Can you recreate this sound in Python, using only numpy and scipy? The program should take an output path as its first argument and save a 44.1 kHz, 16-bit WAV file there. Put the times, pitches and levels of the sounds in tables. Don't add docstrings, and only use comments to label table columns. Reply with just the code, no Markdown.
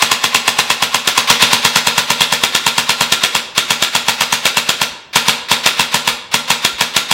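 import sys
import numpy as np
from scipy import signal
from scipy.fft import rfft, irfft, next_fast_len
from scipy.io import wavfile
from scipy.ndimage import uniform_filter1d

SR = 44100
rng = np.random.default_rng(int(sys.argv[2]) if len(sys.argv) > 2 else 0)


def store_pcm(level_fs):
    pcm = np.round(np.clip(level_fs, -1, 1) * 32767).astype(np.int16)
    wavfile.write(sys.argv[1], SR, np.atleast_2d(pcm).T)


N = 314433

# t/s, slam level/dB, gear level/dB, barrel ring against the slam/dB
SHOT_CUES = [(0.0206, 5.5, -15, -42), (0.1133, 3.5, -19.5, -38), (0.2378, 3.5, -19.5, -43),
             (0.3445, 4.5, -21, -34), (0.4762, 3.5, -18.5, -41), (0.5858, 2.5, -20.5, -60),
             (0.6993, 2, -21, -42), (0.8218, 2.5, -22.5, -41), (0.9422, 2.5, -19.5, -43),
             (1.073, 3.5, -19.5, -14.5), (1.175, 5.5, -16, -49), (1.2992, 8, -9.5, -34),
             (1.4216, 8, -9, -20), (1.5287, 6, -12.5, -20.5), (1.6473, 5, -15.5, -20),
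             (1.7564, 4.5, -17, -28), (1.8683, 4.5, -18, -27), (1.9773, 3.5, -18, -21),
             (2.1011, 3.5, -18, -26), (2.2053, 2.5, -20, -22), (2.322, 3, -19.5, -26),
             (2.4336, 4, -19, -13), (2.5476, 2.5, -19, -13.5), (2.6629, 2.5, -19.5, -24),
             (2.7785, 3, -20, -20), (2.8909, 2.5, -20.5, -25), (3.0065, 3, -20, -29),
             (3.1203, 5.5, -20.5, -14), (3.2341, 2.5, -18, -13.5), (3.348, 1, -21.5, -25),
             (3.5762, 4.5, -18.5, -14), (3.7035, 3.5, -19.5, -22), (3.8217, 2.5, -19.5, -13.5),
             (3.9487, 2, -19, -24), (4.081, 2.5, -21.5, -24), (4.206, 1.5, -20.5, -28),
             (4.3236, 2.5, -21, -34), (4.4519, 2.5, -20.5, -13.5), (4.5676, 2, -20, -39),
             (4.689, 2.5, -21, -14), (4.813, 1.5, -21.5, -21), (5.1559, 5.5, -18, -22),
             (5.2806, 4.5, -15.5, -21), (5.5118, 4.5, -15, -18), (5.659, 5, -15, -13),
             (5.7927, 2.5, -18, -21), (5.9408, 4, -17, -25), (6.0735, 2.5, -19, -20),
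             (6.339, 4.5, -19, -24), (6.5008, 3.5, -17, -20), (6.6466, 3.5, -18, -13.5),
             (6.807, 3, -18, -28), (6.9625, 4, -18, -15), (7.11, 3, -18.5, -34)]
# t/s, pop f/Hz, then pop/dB,
# thump/dB, knock/dB against the slam, whine/dB against the gears
TONE_OVER_TIME = [(0, 1080, -1.5, -25.5, -9.5, -1), (.95, 1020, 0.5, -25, -9, -1), (1.2, 1060, 1.5, -29, -13.5, -7),
                  (1.28, 984, -1.5, -22, -17.5, -5.5), (2.8, 982, -1.5, -22, -20, -7.5),
                  (4.6, 962, -2.5, -23, -21, -13), (5.4, 980, -1, -21, -19, -15), (7.2, 965, -2, -23, -21, -11)]
# pop/dB, thump/dB, knock/dB, whine/dB, rebound/dB
SPREAD_DB = [0.52, 0.84, 2.8, 3, 1.35]
# f/Hz, width/Hz, level/dB
GEAR_PEAKS = [(1030, 540, -4), (1380, 89, -26), (1920, 300, -15), (2464, 1300, 12), (3460, 43, -12),
              (4640, 43, -4), (5840, 250, -6.5), (7000, 130, -30)]
# f/Hz, level/dB
GEAR_EQ = [(88, -63), (150, -41), (472, -13.5), (1030, -9.5), (3220, -9), (3620, -3), (6240, -12),
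           (7150, -14.5), (15500, -22.5)]
AIR_EQ = [(180, -21), (300, -25), (484, 0.5), (969, 1.5), (2210, -3), (3400, 0.5), (5490, -4.5), (7390, -5),
          (9310, -15.5), (15500, -26.5)]
TAIL_EQ = [(60, -26), (300, 14), (450, 2.5), (700, 0.5), (1000, 2), (1400, 3), (2500, 2.5), (3250, 4),
           (3700, 5.5), (5000, 4.5), (8000, 4.5), (16000, 5)]
ROOM_TONE_EQ = [(20, -19), (60, 1), (300, -5), (2000, -25), (6000, -45), (16000, -59)]
# t/s after first contact, level/dB
PISTON_HITS = [(0, -1.5), (.0024, -13.5), (.0048, -20)]
# f/Hz, level/dB, t60/s
SHELL_MODES = [(1401, -9, 0.03), (1778, -6.5, 0.018), (2282, -5, 0.016), (2695, -2, 0.022),
               (3305, -1.5, 0.018), (3730, -10, 0.013), (4170, -7, 0.015), (4957, -6, 0.013),
               (5880, -6, 0.0078), (7790, -16, 0.0094)]
RECEIVER_MODES = [(770, -15, 0.082), (856, 1, 0.044), (1146, -18, 0.013), (1805, -5.5, 0.031),
                  (2110, -0.5, 0.037), (2563, 1, 0.053)]
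BARREL_MODES = [(359, -0.5, 0.022), (686, -5, 0.062), (1000, -4, 0.073), (1380, -4, 0.018),
                (1675, -37, 0.0101), (2340, -7, 0.071), (3654, 9, 0.026)]
STOCK_MODES = [(195, 6.5, 0.05), (475, -1, 0.031)]
SPRING_MODES = [(1376, -6, 0.38), (1760, 4.5, 0.11), (2464, 5, 0.13), (2750, 6, 0.097), (3390, 4, 0.24),
                (3630, -19, 0.083)]
ROOM_MODES = [(111, 5, 0.079), (154.7, -7, 0.46), (204.7, -4.5, 0.23), (250.8, -5.5, 0.39), (234, 2, 0.35),
              (293, -10, 0.55), (369, -21, 0.61), (421.5, -14, 0.38), (444.6, 2.5, 0.16),
              (481.5, -7.5, 0.75), (527, -17, 0.79), (575, -2.5, 0.33), (588, -11.5, 0.58)]
# f/Hz, width/Hz, depth/0-1
TABLE_NOTCH = (316, 89, 0.65)
# f/Hz, t60/s
TAIL_DECAY = [(100, 0.97), (300, 1), (1000, 0.86), (3000, 0.72), (6000, 0.53), (10000, 0.37), (15000, 0.25)]
# t/s, level/dB, f/Hz
THUD_CUES = [(2.47, -48, 60), (3.065, -40, 55), (4.915, -38, 55), (6.13, -36, 55), (6.745, -35, 55)]

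WIND_S, HOME_S = .028, .0027
LOADED_DB, EMPTY_DB = -17.5, -13.5
EMPTY_POP_DB, EMPTY_THUMP_DB, EMPTY_RISE = -18, -16, 0.056
REBOUND_DB, REBOUND_LOSS = -6.5, 0.75


def amp(db):
    return 10 ** (np.asarray(db) / 20)


def unit(x):
    return x / np.sqrt(np.mean(x ** 2) + 1e-20)


def curve(points, hz):
    freqs, values = np.transpose(points)
    return np.interp(np.log(hz + 1), np.log(freqs + 1), values)


def filtered(x, response):
    size = next_fast_len(len(x) + 8192)
    return irfft(rfft(x, size) * response(np.fft.rfftfreq(size, 1 / SR)), size)[:len(x)]


def noise(size, eq):
    return unit(filtered(rng.standard_normal(size), lambda hz: amp(curve(eq, hz))))


def fade(t, start, attack, t60):
    age = np.maximum(t - start, 0)
    return (1 - np.exp(-age / attack)) * amp(-60 * age / t60)


def ring(modes, t, start, spread_db, attack=0.00054):
    return sum(amp(db + rng.normal(0, spread_db)) * fade(t, start, attack, t60)
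               * np.sin(2 * np.pi * hz * (t - start)) for hz, db, t60 in modes)


def gear_whirr(size):
    def colour(hz):
        peaks = sum(amp(db) * width / np.hypot(width, 2 * (hz - f)) for f, width, db in GEAR_PEAKS)
        return amp(curve(GEAR_EQ, hz)) * (1.3 + peaks)
    teeth = rng.standard_normal(size)
    flutter_db = 2.1 * unit(uniform_filter1d(rng.standard_normal(size), 40))
    return unit(filtered(teeth * amp(flutter_db), colour))


def wind_up(whine_db):
    t = np.arange(round(WIND_S * SR)) / SR
    nozzle = amp(-9) * ring(SHELL_MODES, t, WIND_S - .011 + rng.normal(0, 0.0024), 7.4)
    nozzle *= fade(t, WIND_S - .014, .001, .03)
    pitch_hz = 1200 - 450 * np.exp(-t / 0.01425)
    phase = 2 * np.pi * np.cumsum(pitch_hz) / SR + rng.uniform(0, 2 * np.pi)
    whine = amp(whine_db) * np.exp(-((t - .019) / 0.0076) ** 2) * np.sin(phase)
    load = (1 - np.exp(-(t / 0.0023) ** 2)) * amp(8.2 * (t / WIND_S - 1))
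    return load * gear_whirr(len(t)) + whine + nozzle


def run_down(t):
    return fade(t, 0, 0.0013, 0.29) * gear_whirr(len(t))


def air_blast(t, air, choke, back_s, rebound_db):
    hiss = amp(-6.5) * fade(t, 0, 0.00053, 0.046) * np.gradient(air)
    burst = amp(-17.5) * fade(t, HOME_S, 0.00066, 0.045) * air * choke
    hits = sum(amp(db) * fade(t, HOME_S + s, 0.00072, 0.016) for s, db in PISTON_HITS)
    hits += amp(rebound_db + 1) * fade(t, back_s, 0.00049, 0.075)
    bright_air = unit(np.diff(air, n=2, prepend=[0, 0]))
    return hiss + burst + amp(-11.5) * hits * bright_air


def piston_slam(t, choke, knock_db):
    clack = sum(amp(db) * ring(SHELL_MODES, t, HOME_S + s, 1.0) for s, db in PISTON_HITS)
    knock = amp(knock_db) * ring(RECEIVER_MODES, t, HOME_S, 0.85)
    return clack * choke + knock * (0.28 + 0.55 * choke)


def pellet_pop(t, hz):
    sag = 1 + 0.068 * (np.exp(-t / 0.0028) - .45)
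    phase = 2 * np.pi * hz * np.cumsum(sag * (t > HOME_S)) / SR
    return fade(t, HOME_S, 0.00064, t60=0.02) * np.sin(phase)


def barrel_puff(t):
    age = np.maximum(t - HOME_S, 0) / 0.00042
    return age * (1 - age / 2) * np.exp(-age)


def low_end(t, thump_db):
    thump = amp(thump_db) * ring(STOCK_MODES, t, HOME_S, 0.84, attack=0.0016)
    boom = amp(0.4 * thump_db - 22) * ring(ROOM_MODES, t, HOME_S + 0.00424, 0.31, attack=0.0017)
    return thump + boom


def spring_ring(t, knock_db, barrel_db):
    level_db = -32 - 0.28 * knock_db + 0.076 * barrel_db
    return amp(level_db) * ring(SPRING_MODES, t, HOME_S, 2.2, attack=0.0083)


def rebound(t, air, back_s):
    clack = amp(-2) * ring(SHELL_MODES, t, back_s, 4.4)
    spit = fade(t, back_s, 0.0014, 0.023) * air
    rattle = amp(-5) * fade(t, back_s, 0.0036, 0.16) * gear_whirr(len(t))
    return clack + spit + rattle


def after_tone(t, knock_db, barrel_db, hz=1380, peak_s=0.056):
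    level_db = -37.5 - 0.5 * knock_db + 0.19 * barrel_db + rng.normal(0, 1.7)
    return amp(level_db) * np.exp(-((t - peak_s) / 0.013) ** 2) * np.sin(2 * np.pi * hz * t)


def shot(s, slam_db, gear_db, barrel_db):
    times, *columns = np.transpose(TONE_OVER_TIME)
    pop_hz, *levels = [np.interp(s, times, column) for column in columns]
    levels.append(REBOUND_DB - REBOUND_LOSS * slam_db)
    pop_db, thump_db, knock_db, whine_db, rebound_db = rng.normal(levels, SPREAD_DB)
    empty = np.clip((barrel_db - LOADED_DB) / (EMPTY_DB - LOADED_DB), 0, 1)

    t = np.arange(SR // 2) / SR
    back_s = rng.normal(.012, 0.000494)
    air = noise(len(t), AIR_EQ)
    choke = 1 / (1 + (t / 0.012) ** 8)
    slam = piston_slam(t, choke, knock_db)
    pop = amp(pop_db + EMPTY_POP_DB * empty) * pellet_pop(t, pop_hz * (1 + EMPTY_RISE * empty))
    barrel = amp(barrel_db) * ring(BARREL_MODES, t, HOME_S, 0.46)
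    struck = slam + (pop + barrel) * choke
    body = amp(barrel_db + 15.5) * barrel_puff(t) + low_end(t, thump_db + EMPTY_THUMP_DB * empty)
    body += spring_ring(t, knock_db, barrel_db) + after_tone(t, knock_db, barrel_db)
    noisy = air_blast(t, air, choke, back_s, rebound_db) + amp(rebound_db) * rebound(t, air, back_s)
    noisy = amp(slam_db) * noisy + amp(gear_db - 0.5) * run_down(t)
    noisy = np.concatenate([amp(gear_db) * wind_up(whine_db), noisy])
    return amp(slam_db) * struck, noisy, amp(slam_db) * body


def table_bounce(hz):
    centre, width, depth = TABLE_NOTCH
    return 1 - depth * 1j * hz * width / (centre ** 2 - hz ** 2 + 1j * hz * width)


def room_tail(x):
    hz, t, spectrum = signal.stft(rng.standard_normal(SR * 2 // 3), SR, nperseg=256)
    level_db = curve(TAIL_EQ, hz)[:, None] - 60 * t / curve(TAIL_DECAY, hz)[:, None]
    tail = signal.istft(spectrum * amp(level_db), SR, nperseg=256)[1]
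    return signal.fftconvolve(np.pad(x, (350, 0)), tail / np.linalg.norm(tail))


def thuds():
    t = np.arange(N) / SR
    return sum(amp(db) * np.exp(-((t - s) / .016) ** 2) * np.sin(2 * np.pi * hz * (t - s))
               for s, db, hz in THUD_CUES)


def scene():
    struck_bus, mix = np.zeros((2, N + 3 * SR))
    for s, slam_db, gear_db, barrel_db in SHOT_CUES:
        struck, noisy, body = shot(s, slam_db, gear_db, barrel_db)
        wet = amp(-9) * room_tail(noisy)
        wet += amp(-21) * room_tail(np.pad(struck, (len(noisy) - len(struck), 0)))
        release = SR + round(s * SR)
        trigger = release - round(WIND_S * SR)
        struck_bus[release:release + len(struck)] += struck
        mix[release:release + len(body)] += body
        mix[trigger:trigger + len(noisy)] += noisy
        mix[trigger:trigger + len(wet)] += wet
    mix += struck_bus + amp(-10) * room_tail(struck_bus)[:len(mix)]
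    rifle = filtered(mix, table_bounce)[SR:SR + N]
    return (rifle + amp(-49) * noise(N, ROOM_TONE_EQ) + thuds())[None]


def record(dry, low_cut_hz=50, top_hz=15850):
    x = filtered(dry[0], lambda hz: (1j * hz / (low_cut_hz + 1j * hz)) ** 2)
    x = x / (1 + np.abs(x / 1.03) ** 16) ** (1 / 16)
    return np.clip(filtered(x, lambda hz: hz < top_hz), -1, 1)[None]


dry = scene()
out = record(dry)
store_pcm(out)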